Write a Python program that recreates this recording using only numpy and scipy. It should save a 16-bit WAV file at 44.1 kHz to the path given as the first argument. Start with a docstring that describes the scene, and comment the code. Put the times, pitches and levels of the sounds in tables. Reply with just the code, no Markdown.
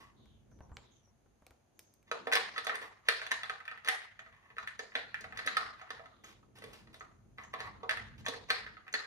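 """A hand works a plastic cap onto the shaft of a desk fan: each knock is a few clicks into decaying modes
of rotor, housing and steel shaft plus a noise crack; scrapes drive the same modes with tiny random slips.
Fingertips add soft hiss and, at first, tap a phone: noise bursts over a low ringing push.
A small soft bedroom answers with discrete echoes and a diffuse noise tail.
Far birds (blurred falling tones), low rumble, a faint hum and a hiss lie underneath."""
import sys
import numpy as np
from scipy import signal
from scipy.fft import rfft, irfft
from scipy.io import wavfile

SR = 44100
rng = np.random.default_rng(int(sys.argv[2]) if len(sys.argv) > 2 else 0)


def persist_wave(psi):
    """Save psi, clipped to +-1, as 16-bit WAV."""
    counts = np.round(np.clip(psi, -1, 1) * 32767).astype(np.int16)
    wavfile.write(sys.argv[1], SR, np.atleast_2d(counts).T)


N = 399546   # length in samples

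# knocks of the cap on the hub: start_s, level_db, then the reach of the blow against the hub:
# depth_db (housing), heft_db (rotor), edge_db (bright parts)
CAP_KNOCKS = [(2.1137, -33, -4, -3, -10.5), (2.27, -30, -12.5, -1.5, -19), (2.3232, -24, -36, -4, -10.5),
              (2.333, -18, -20.5, -16.5, -12.5), (2.3534, -17.5, -34, -10.5, -10.5),
              (2.561, -32.5, -32, -4.5, -25), (2.5785, -24.5, -32, -10, -16), (2.645, -52, -42, 4, 12),
              (2.6675, -26.5, -25, -2, -10), (2.6943, -22, -20.5, -10, -49),
              (2.7424, -34.5, -13, -13, -38.5), (2.7538, -52.5, -19, -12, 9.5), (2.816, -38, -9, -0.5, -42),
              (3.0858, -11.5, -26, -14, -17), (3.2158, -27.5, -25, -9, -24), (3.265, -34.5, -24, -7, -10),
              (3.3154, -24.5, -26.5, -24, -12), (3.4325, -28.5, -28.5, -10, -21),
              (3.4959, -24, -29.5, -5.5, -21), (3.6027, -43.5, -29, 0.5, -31),
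              (3.6528, -43.5, -33, -9, -17), (3.6784, -29.5, -41, -6, -37),
              (3.713, -34.5, -26.5, -6.5, -27), (3.775, -41.5, -38, -16, -27), (3.8466, -37, -28, -11, -12),
              (3.8745, -25, -31, -3.5, -16), (3.8849, -13.5, -35.5, -17, -17.5),
              (4.0168, -39, -37, -4, -29), (4.1918, -37, -34, -3.5, -21), (4.2615, -47.5, -20, -3, -32),
              (4.502, -49.5, -16, -2.5, -32), (4.5665, -45, -17, -6, -26), (4.582, -32, -38, -4, -17),
              (4.6737, -27, -50, -21, -25), (4.7926, -40.5, -9.5, -3, -4.5), (4.9192, -48.5, -23, -8, -28),
              (4.9528, -21, -22.5, -11, -20.5), (5.143, -30, -32, -21, -40), (5.208, -50.5, -12, -4, 6),
              (5.2421, -34.5, -23, -5.5, -23), (5.3233, -36, -23, -9, -39), (5.373, -37, -36, -10, -6),
              (5.3898, -32, -30.5, 0.5, -12), (5.447, -42, -29, -2, -31), (5.4623, -36.5, -10, -17, -0.5),
              (5.474, -17.5, -43, -8, -34), (5.5679, -21, -29, -10.5, -13.5), (5.612, -41, -14, 0, -15),
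              (5.814, -45.5, -16, 6, -13.5), (5.904, -37, -13.5, 2, -7.5), (5.994, -49.5, -11, 4, -18),
              (6.057, -51.5, -16, 0.5, -14), (6.243, -51, -10, -3, -15), (6.428, -68.5, -8.5, 5, -24.5),
              (6.585, -61, 1.5, -8, 7), (6.621, -45, -6.5, -14, -11), (6.6388, -43, -7, -14, -5),
              (6.8724, -54.5, -17, -3, -12), (6.9424, -52, -13, -3.5, -3), (7.007, -46, -11.5, 0.5, -20),
              (7.3828, -40.5, -14, -0.5, -24), (7.5377, -35.5, -19.5, -0.5, -14.5),
              (7.603, -35, -17.5, -5, -8), (7.8319, -55, 7, 15, -1), (7.893, -21.5, -25, -14.5, -15.5),
              (7.9086, -23, -27, -10, -18), (7.9713, -31.5, -25, -7, -21), (8.2626, -30, -24.5, 1.5, -6.5),
              (8.283, -38, -1, 1, 6.5), (8.337, -39, -16, -8, -12), (8.5026, -16.5, -25.5, -12, -15.5),
              (8.664, -36, -21, -9, -31), (8.768, -43, -34.5, -3, -35), (8.866, -50, -28, 3, -34),
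              (8.8794, -37.5, -34, -14, -46), (8.9274, -55, -10, -9, 6), (8.9392, -26, -18, -13, -13.5),
              (8.9513, -26.5, -30, -29, -34), (8.9978, -40, -27, -6, -20)]
# modes of the fan that knocks and scrapes ring: pitch_hz, level_db, t60_s
FAN_MODES = [(273, -2, 0.099), (437.2, 3.5, 0.21), (466.4, 6.5, 0.19), (661.2, 2, 0.23), (755, 8, 0.11),
             (953.6, 6, 0.14), (1109, 13.5, 0.043), (1277, 3, 0.056), (1199.7, 13, 0.011),
             (1380, -10.5, 0.068), (1670, -20, 0.01), (1838, -0.5, 0.02), (1968, -1, 0.018),
             (1810, 3.5, 0.014), (1887, -11, 0.35), (2162, -3, 0.005), (2370, -4.5, 0.017),
             (3300, -7, 0.0049), (3492, 8.5, 0.023), (3724, 6.5, 0.015), (3955, 10.5, 0.022),
             (4342, 3.5, 0.045), (4700, 6, 0.0097), (6400, 16.5, 0.025), (6680, -1.5, 0.02)]
# colour of the noise at the moment of contact: pitch_hz, level_db
CRACK_COLOUR = [(5000, 3.5), (7500, -16.5), (8800, 0.5), (10200, -2.5), (11500, -35), (13500, -11),
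                (15500, -19)]
# cap turned on the hub, fingers on plastic: start_s, end_s, scrape_db and skin_db (both at the start),
# change_db along the stroke, favoured pitch of the scrape gliding from_hz, to_hz
TURNS = [(0, 0.112, -53.5, -54.5, -24.5, 1170, 1190), (2.314, 2.378, -28.5, -50, -3.5, 2030, 1910),
         (2.737, 2.763, -39.5, -51.5, -1, 1880, 1900), (2.809, 2.888, -46, -50.5, -11, 1290, 1300),
         (4.25, 4.53, -71.5, -92, 9, 1900, 1478), (5.343, 5.443, -50, -76, -4, 1700, 1520),
         (5.77, 6.092, -54, -90, -12, 1770, 1600), (6.235, 6.334, -58.5, -51.5, -14.5, 1684, 1290),
         (6.25, 6.347, -55, -68, -15, 6540, 6560), (6.54, 6.602, -55.5, -80.5, -3.5, 395, 484),
         (6.552, 6.74, -56.5, -57.5, -8.5, 3000, 1010), (6.658, 6.745, -51.5, -92, -16, 442, 420),
         (6.728, 6.849, -59, -48, -22, 2500, 1500), (6.928, 7.006, -58, -56, -15, 3840, 3790),
         (7.374, 7.452, -49.5, -67, 3, 1500, 1240), (7.53, 7.55, -41, -67, -2.5, 1790, 1107),
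         (7.585, 7.688, -41.5, -61.5, -5, 2200, 910), (8.176, 8.216, -59, -56.5, -3, 4000, 3990),
         (8.241, 8.35, -48.5, -77, -3, 1520, 1010)]
# colour of fingertip hiss: pitch_hz, level_db (density per Hz)
SKIN_COLOUR = [(180, -27), (300, -1.5), (546, -10), (828, -6), (1190, -5.5), (1970, -7), (2740, -6),
               (3890, -10.5), (16000, -28.5)]
# fingers on the phone: start_s, level_db, then against it push_db, tick_db, snap_db (thin snap of a nail)
PHONE_TAPS = [(0.257, -57, -4, -14, -23), (0.515, -52, -13, -28, -29), (0.589, -55, -5, -23, -28),
              (0.606, -43.5, -2.5, -29, -43), (0.695, -50.5, -6, -44, -42), (0.717, -44.5, 2.5, -41, -40),
              (0.769, -44, -6, -5, -40), (0.788, -51, -20, -21, -40), (1.073, -60, -21, -39, -32),
              (1.26, -58, -8, -37, -30), (1.422, -52.5, -10, -26, -28.5), (1.466, -47.5, -26, -11.5, -12),
              (1.508, -50.5, -11, -19, -18), (1.792, -54.5, -24, 0, 9), (1.939, -67, -12, -20, 4),
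              (2.028, -67.5, -12, -10, -6)]
# colour of the dull pat of a finger: pitch_hz, level_db
PAT_COLOUR = [(300, 8.5), (800, 10.5), (1500, 4), (3000, -22), (6000, -67)]
# slow course of the rumble: start_s, deep_db, upper_db
RUMBLE_COURSE = [(0.0, -67.5, -75), (0.68, -63.5, -69.5), (1.08, -72.5, -80), (2.04, -78.5, -79),
                 (2.22, -73, -57.5), (3.2, -72.5, -88), (4.39, -74.5, -80), (4.7, -73, -78.5),
                 (5.43, -63.5, -66.5), (5.6, -69.5, -70), (6.45, -66, -72.5), (6.65, -64, -69),
                 (7.3, -64.5, -72.5), (7.77, -58.5, -63.5), (8.3, -61, -68), (9.06, -76.5, -74)]
# colour of the deep rumble: pitch_hz, level_db (density per Hz)
DEEP_COLOUR = [(12, -55), (22, -28.5), (33, -17), (48, 0), (75, -4.5), (108, 0), (137, -3), (166, -13.5),
               (220, -4), (290, -26), (480, -120)]
# decay of the room tail: pitch_hz, t60_s
TAIL_T60 = [(300, 0.36), (800, 0.51), (2000, 0.58), (5000, 0.48), (9000, 0.38), (14000, 0.16)]
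# room tail against direct sound: pitch_hz, level_db
TAIL_LEVEL = [(300, -6.5), (1000, -1.5), (2000, -9.5), (5000, -4), (10000, -9)]
# left-right likeness set per pitch, the top treble more nearly mono: pitch_hz, likeness (0 to 1)
STEREO_LIKENESS = [(40, 0.53), (150, 0.76), (400, 0.14), (1000, 0.17), (3000, 0.057), (8000, 0.037),
                   (11000, 0.44)]
# left phase against right, negative is later, the top treble turning back: pitch_hz, phase_rad
LEFT_PHASE = [(0, -0.5), (900, -1.3), (1900, -1.5), (3000, -2.5), (5000, -5), (7200, -9.1), (8800, -8.3),
              (10600, -7.1), (16000, -5.6)]
# level of left minus right for direct sound: pitch_hz, level_db
LEFT_LEVEL = [(60, -7.5), (150, -10), (380, -6), (950, -5.5), (2380, 1.5), (5980, 1), (15000, -1)]
# colour of the background hiss: pitch_hz, level_db (density per Hz)
HISS_COLOUR = [(250, -19), (330, -8.5), (700, -4.5), (1000, -11.5), (3700, -22), (5600, -25), (6500, -14.5),
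               (7600, -31), (10500, -25.5), (13500, -35.5), (14500, -48)]
# modes up to each pitch belong to housing, guard, rotor, hub, cap rim; those above to the shaft: top_hz
PART_TOPS = [550, 1200, 1550, 3100, 6000]
# answer of each part in that order, last row the crack of contact: knock_db,
# depth_share, heft_share, edge_share (multiply a knock's dB values), scrape_db
PART_ANSWERS = [(-2, 1, -0.014, 0.087, -14), (-10, 0.29, 0.87, 0.17, -7), (-2.5, 0.043, 0.75, 0.000094, -5),
                (-1, 0.1, 0.053, 0.015, 2.5), (-9, 0.022, 0.025, 0.72, -13),
                (-21.5, -0.12, 0.11, 0.95, -15.5), (-9.5, -0.014, -0.4, 1, 0)]
# the cap slides in before a knock: start_s, end_s, scrape_db at the end of the swell
CAP_SLIDES = [(2.061, 2.1, -46.5), (2.508, 2.594, -42), (3.046, 3.086, -40.5), (3.305, 3.322, -19.5),
              (3.837, 3.874, -38), (4.546, 4.637, -52), (4.933, 4.97, -41), (8.483, 8.505, -31)]
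# far birds behind the window: start_s, length_s, from_hz, to_hz, level_db,
# blur_hz (width over which trill and echoes smear the call)
BIRD_CALLS = [(0.162, 0.32, 3860, 2990, -77, 425), (0.504, 0.12, 6070, 5950, -80.5, 150),
              (0.613, 0.08, 6000, 5800, -79, 80), (0.728, 0.15, 7360, 7220, -75.5, 250),
              (0.807, 0.28, 3840, 3090, -78, 350), (0.908, 0.14, 6550, 6130, -77.5, 302),
              (1.03, 0.094, 5860, 5700, -78, 99), (1.749, 0.32, 6560, 6150, -79, 200),
              (6.08, 0.26, 3880, 3210, -79.5, 407)]
# the cap's bore touches the steel shaft: start_s, level_db
BORE_TOUCHES = [(2.1149, -44.5), (2.6684, -57), (3.3154, -38), (4.791, -46), (5.2101, -49), (5.4736, -39.5),
                (6.2438, -48.5), (6.998, -53.5), (7.436, -54), (7.483, -65), (8.2566, -45.5),
                (8.928, -42.5), (8.9396, -39)]
# some knocks ring more strongly near one or two pitches: knock_s, pitch_hz, level_db
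KNOCK_ACCENTS = [(2.114, 1270, 16.5), (2.114, 2430, 18), (2.353, 2150, 14), (3.086, 4000, 8.5),
                 (3.316, 1770, 13), (4.582, 1254, 5), (4.674, 1764, 8), (4.793, 1763, 19), (4.952, 2280, 1),
                 (4.952, 3975, 5), (5.143, 2400, 12.5), (5.242, 2250, 16), (5.474, 3920, 19.5),
                 (5.568, 4520, 7), (5.905, 3800, 12), (6.942, 3800, 13), (7.603, 1670, 10),
                 (8.502, 4250, 8), (8.939, 4420, 12)]

# knocks: the main click lags its start time, an early click precedes it, rebounds follow within a span
BLOW_LAG_S, EARLY_LEAD_S, REBOUND_SPAN_S = 0.001216, 0.00201, .004
REBOUND_DB = -10   # early click and rebounds against the main click, before chance
BLOW_SPREAD_DB, PLACE_SPREAD_DB = 2.5, 3.5   # chance per click, and per knock as each lands elsewhere
ACCENT_OCTAVES = 0.052   # reach of a knock's accent
SKIRT = 0.61   # a mode radiates little below this share of its pitch
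# scrapes
SLIPS_PER_S = 1100
HELD_T60_S = .02   # the gripping hand weakens the scrape in modes that ring longer than this
GRIT_DB, GRIT_OCTAVES = 15.5, 0.76   # slips heard directly: gain and width of their broad bands
SLIDE_RISE_DB, SLIDE_SKIN_DB = 24, -21.5   # swell along a slide; its skin hiss against its scrape
RUB_FOCUS_DB, RUB_FLOOR_DB = 12, -34   # loss one octave off the favoured pitch; the most it can lose
# phone case ringing under each tick
CASE_HZ, CASE_T60_S, CASE_DB = 2290, 0.014, 6
# room: echoes off wall, bed and fan guard; each band of the tail wavers on its own
ECHO_DB, ECHO_T60_S, TAIL_PATCHY_DB = -15.5, 0.32, 2.5
# background
UPPER_FLICKER_DB, HISS_DB = 2.5, -77
HUM_HZ, HUM_DB = 97.4, -81   # faint mains hum
CUTOFF_HZ = 16000


def fan_body():
    """Short clicks from knocks and slips ring the modes of the plastic parts and the steel shaft."""
    at, blow_db, part_db, luck_db = knock_clicks()
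    knock_part_db, *_, scrape_part_db = np.transpose(PART_ANSWERS)
    touch_s, touch_db = np.transpose(BORE_TOUCHES)
    slips = cap_slips()
    body = np.zeros(N)
    for k, (hz, level_db, t60) in enumerate(FAN_MODES):
        part = np.searchsorted(PART_TOPS, hz)
        held = np.sqrt(min(1, HELD_T60_S / t60))
        clicks = slips * scrape_gain(hz) * from_db(scrape_part_db[part]) * held
        click_db = blow_db - 5.5 + part_db[:, part, None] + accent_db(hz) + luck_db[:, :, k]
        np.add.at(clicks, at, from_db(click_db))
        if hz > PART_TOPS[-1]:   # shaft modes
            clicks[(touch_s * SR).astype(int)] += from_db(touch_db - 13.5)
        radiated = filtered(ring(clicks, hz, t60), 2, SKIRT * hz, "high")
        body += (-1) ** part * from_db(level_db) * radiated   # neighbouring parts in opposite polarity
    for hz in [1000, 2000, 3600]:
        edges = hz * 2 ** (GRIT_OCTAVES * np.array([-.5, .5]))
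        body += from_db(GRIT_DB) * filtered(slips * scrape_gain(hz) + 1e-18, 1, edges, "band")
    body = filtered(body, 2, 220, "high")   # small parts radiate no bass
    return body + contact_crack(at, blow_db + 3.0 + part_db[:, -1:] + luck_db[:, :, -1])


def knock_clicks(count=5):
    """A weaker early click softens each knock's onset; the blow and generally weaker rebounds follow."""
    rows, modes = np.array(CAP_KNOCKS), len(FAN_MODES)
    # column 0 is the blow, column 1 the early click, the rest rebounds
    when = np.c_[np.zeros(len(rows)), .3 + .7 * rng.random((len(rows), count - 1))]
    when[:, 1] *= -EARLY_LEAD_S / REBOUND_SPAN_S
    click_s = rows[:, :1] + BLOW_LAG_S + REBOUND_SPAN_S * when
    at = np.minimum((click_s * SR).astype(int), N - 1)
    blow_db = rows[:, 1:2] + REBOUND_DB * (when != 0)
    luck_db = BLOW_SPREAD_DB * rng.standard_normal((len(rows), count, modes + 1))   # last: the crack
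    place_db = PLACE_SPREAD_DB * rng.standard_normal((len(rows), 1, modes + 1))
    place_db[:, :, -1] = 0   # landing place leaves the crack alone
    knock_part_db, *shares, _ = np.transpose(PART_ANSWERS)
    part_db = knock_part_db + rows[:, 2:] @ np.array(shares)
    return at, blow_db, part_db, luck_db + place_db


def accent_db(hz):
    """Extra level of a mode under each knock, strongest near the knock's accented pitches."""
    out, times = np.zeros(len(CAP_KNOCKS)), np.array(CAP_KNOCKS)[:, 0]
    for s, accent_hz, db in KNOCK_ACCENTS:
        octaves_off = np.log2(hz / accent_hz)
        out[np.argmin(abs(times - s))] += db * np.exp(-(octaves_off / ACCENT_OCTAVES) ** 2)
    return out[:, None]


def contact_crack(at, crack_db):
    """The contact itself: each click sets off a few ms of bright noise."""
    puffs = np.zeros(N)
    np.add.at(puffs, at, from_db(crack_db))
    bright = filtered(rng.standard_normal(N), 2, 4000, "high")
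    return decay(puffs, 0.0093) * rms_one(coloured(bright, CRACK_COLOUR))


def cap_slips():
    """Rubbing plastic sticks and lets go: a dense random run of tiny clicks of uneven strength."""
    slips = rng.standard_normal(N) * (rng.random(N) < SLIPS_PER_S / SR)
    slips = slips * from_db(4 * drift(150) + 2.5 * drift(40))
    return from_db(-30.0) * rms_one(slips)


def scrape_gain(hz):
    """How strongly strokes drive a mode: a turn moves along the hub and its favoured pitch glides."""
    gain = np.zeros(N)
    glides = [None] * len(CAP_SLIDES) + [row[-2:] for row in TURNS]   # slides favour no pitch
    for (i, ramp), glide in zip(strokes(column=0), glides):
        octaves_off = 0 if glide is None else np.log2(hz / np.geomspace(*glide, len(ramp)))
        focus_db = np.maximum(-RUB_FOCUS_DB * octaves_off ** 2, RUB_FLOOR_DB)
        gain[i:i + len(ramp)] += ramp * from_db(focus_db)
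    return gain


def strokes(column):
    """Soft-edged gains of scrape (0) or skin hiss (1) per slide and turn: (first sample, gains)."""
    ramps = []
    for s, end, db in CAP_SLIDES:
        ramps.append((s, end, db - SLIDE_RISE_DB + column * SLIDE_SKIN_DB, SLIDE_RISE_DB))
    for s, end, *db, change_db, _, _ in TURNS:
        ramps.append((s, end, db[column], change_db))
    out = []
    for s, end, db, change_db in ramps:
        gain = from_db(np.linspace(db, db + change_db, int((end - s) * SR)))
        edge = signal.windows.tukey(len(gain), min(1, .01 / (end - s)))
        out.append((int(s * SR), gain * edge))
    return out


def skin():
    """Fingertips slide over smooth plastic: soft, slightly grainy hiss."""
    hiss = rms_one(coloured(rng.standard_normal(N), SKIN_COLOUR))
    gain = np.zeros(N)
    for i, ramp in strokes(column=1):
        gain[i:i + len(ramp)] += ramp
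    return gain * from_db(-4.5 + 1.6 * drift(100) + 2.8 * drift(25)) * hiss


def phone_taps():
    """Each touch is a dull pat, a dry tick, a thin snap and a low push through the case."""
    start_s, level_db, push_db, tick_db, snap_db = np.transpose(PHONE_TAPS)
    at = (start_s * SR).astype(int)
    pats, ticks, snaps, pushes = np.zeros((4, N))
    pats[at] = from_db(level_db - 10.0)
    pushes[at] = from_db(level_db + push_db)
    ticks[at] = from_db(level_db + tick_db)
    snaps[at] = from_db(level_db + snap_db)
    case = from_db(CASE_DB) * ring(ticks, CASE_HZ, CASE_T60_S)
    dull = coloured(rng.standard_normal(N), PAT_COLOUR)
    bright = filtered(rng.standard_normal(N), 2, [1500, 4800], "band")
    thin = filtered(rng.standard_normal(N), 2, 5500, "high")
    near = decay(pats, 0.071) * rms_one(dull) + case
    near += 2 * decay(ticks, 0.012) * rms_one(bright)
    near += 2 * decay(snaps, 0.012) * rms_one(thin)
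    return near, ring(pushes, 69.5, 0.17) + 0.26 * ring(pushes, 116, 0.072)


def stereo_place(x):
    """Spreads the direct sound over left and right by a phase and level difference set per pitch."""
    hz = np.fft.rfftfreq(N, 1 / SR)
    phase = np.interp(hz, *np.transpose(LEFT_PHASE))
    half = from_db(at_hz(LEFT_LEVEL, hz) / 2)
    return irfft(rfft(x) * np.array([half * np.exp(1j * phase), 1 / half]), N)


def first_echoes(x, count=90):
    """Separate early echoes, other ones left and right; they keep the ring of the plastic."""
    lags = .004 + .19 * rng.random((2, count)) ** 1.5   # seconds, crowded towards the start
    sizes = from_db(ECHO_DB - 60 * lags / ECHO_T60_S) * rng.choice([-1, 1], lags.shape)
    paths = np.zeros((2, SR // 5))
    np.add.at(paths, (np.arange(2)[:, None], (lags * SR).astype(int)), sizes)
    dull = filtered(x, 1, [600, 7000], "band")
    return signal.fftconvolve(dull[None], paths, axes=1)[:, :N]


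def bedroom(x):
    """Diffuse tail: each narrow band stores energy, lets it build up and returns it as dying noise."""
    white, tail = [stereo_noise(N), stereo_noise(N)], 0
    edges = 250 * 2 ** np.arange(0, 6.01, .22)
    build = np.exp(-1 / (0.00068 * SR))
    for k, (low, high) in enumerate(zip(edges, edges[1:])):
        hz = np.sqrt(low * high)
        die = from_db(-120 / (at_hz(TAIL_T60, hz) * SR))   # energy, so twice the 60 dB
        energy = filtered(x, 2, [low, high], "band") ** 2 + 1e-18
        poles = np.convolve([1, -die], [1, -build])
        stored = signal.lfilter([(1 - die) * (1 - build)], poles, energy)
        gain = from_db(at_hz(TAIL_LEVEL, hz) + TAIL_PATCHY_DB * drift(35))
        noise = rms_one(filtered(white[k % 2], 2, [low, high], "band"))
        tail = tail + gain * np.sqrt(np.abs(stored)) * noise
    return tail * from_db(1.84 * drift(120))   # fast random level wobble makes the tail grainy


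def birds():
    """Each call is a falling tone, blurred into a narrow band by slow noise."""
    t, out, white = np.arange(N) / SR, np.zeros((2, N)), rng.standard_normal((2, N))
    for s, length, from_hz, to_hz, db, blur_hz in BIRD_CALLS:
        now = slice(int(s * SR), int((s + length) * SR))
        blur = rms_one(filtered(white[:, now], 2, blur_hz, "low"))
        along = np.clip((t[now] - s) / length, 0, 1)
        phase = 2 * np.pi * np.cumsum(from_hz + (to_hz - from_hz) * along) / SR
        swell = 2 * np.sin(np.pi * np.sqrt(along))   # rises faster than it falls
        out[:, now] += from_db(db) * swell * np.sin(phase) * blur
    return out


def background():
    """Lumpy rumble carried by bed and hands, a faint hum and a nearly steady hiss."""
    deep_db, upper_db = in_time(RUMBLE_COURSE)
    deep = from_db(deep_db + 3 * drift(9)) * rms_one(coloured(stereo_noise(N), DEEP_COLOUR))
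    hum = from_db(HUM_DB + 1.6 * drift(5)) * np.sin(2 * np.pi * HUM_HZ * np.arange(N) / SR)
    upper = rms_one(filtered(stereo_noise(N), 2, [170, 420], "band"))
    upper = from_db(upper_db + UPPER_FLICKER_DB * drift(14)) * upper
    hiss = from_db(HISS_DB + 0.73 * drift(7.5)) * rms_one(coloured(stereo_noise(N), HISS_COLOUR))
    return deep + hum + upper + hiss


def ring(clicks, hz, t60):
    """A two-pole resonator: a unit click sets a decaying sine of starting height 1 ringing."""
    r, w = from_db(-60 / (t60 * SR)), 2 * np.pi * hz / SR
    return signal.lfilter([0, np.sin(w)], [1, -2 * r * np.cos(w), r * r], clicks + 1e-18)


def decay(clicks, t60):
    """Each click becomes an envelope that falls 60 dB in t60 seconds."""
    return signal.lfilter([1], [1, -from_db(-60 / (t60 * SR))], clicks + 1e-18)


def filtered(x, order, hz, kind):
    """x through a Butterworth filter."""
    return signal.sosfilt(signal.butter(order, hz, kind, fs=SR, output="sos"), x)


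def coloured(x, spectrum):
    """x filtered to a spectrum given in dB."""
    size = x.shape[-1]
    return irfft(rfft(x) * from_db(at_hz(spectrum, np.fft.rfftfreq(size, 1 / SR))), size)


def stereo_noise(size):
    """Two white noises whose left-right likeness is set per pitch by mixing a common and an opposed part."""
    mid, side = rfft(rng.standard_normal((2, size)))
    alike = np.clip(at_hz(STEREO_LIKENESS, np.fft.rfftfreq(size, 1 / SR)), -1, 1)
    common, opposed = np.sqrt((1 + alike) / 2) * mid, np.sqrt((1 - alike) / 2) * side
    return irfft(common + opposed * [[1], [-1]], size)


def drift(rate):
    """Slow random wander: normal draws of spread 1, rate per second, joined by straight lines."""
    knots = rng.standard_normal(size=3000)
    return np.interp(np.arange(N) / SR * rate, np.arange(len(knots)), knots)


def in_time(rows):
    """Columns of a curve table, sample by sample."""
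    s, *columns = np.transpose(rows)
    return [np.interp(np.arange(N) / SR, s, c) for c in columns]


def at_hz(points, hz):
    """A spectrum table read on a log-frequency axis."""
    p = np.array(points, float)
    return np.interp(np.log(np.maximum(hz, 1)), np.log(np.maximum(p[:, 0], 1)), p[:, 1])


def rms_one(x):
    """x scaled to unit rms."""
    return x / np.sqrt(np.mean(x ** 2) + 1e-20)


def from_db(db):
    """Amplitude gain of a level in dB."""
    return np.exp(np.asarray(db) * (np.log(10) / 20))


def scene():
    """Fan and fingers, direct and through the room, over birds and background."""
    near = fan_body() + skin()
    taps, pushes = phone_taps()
    room = first_echoes(near) + bedroom(near + 0.93 * taps)
    return stereo_place(near) + room + taps + pushes + birds() + background()


def record(dry):
    """A steep low-pass removes the top of the treble."""
    return signal.sosfilt(signal.cheby2(12, 70, CUTOFF_HZ, fs=SR, output="sos"), dry)


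dry = scene()
out = record(dry)
persist_wave(out)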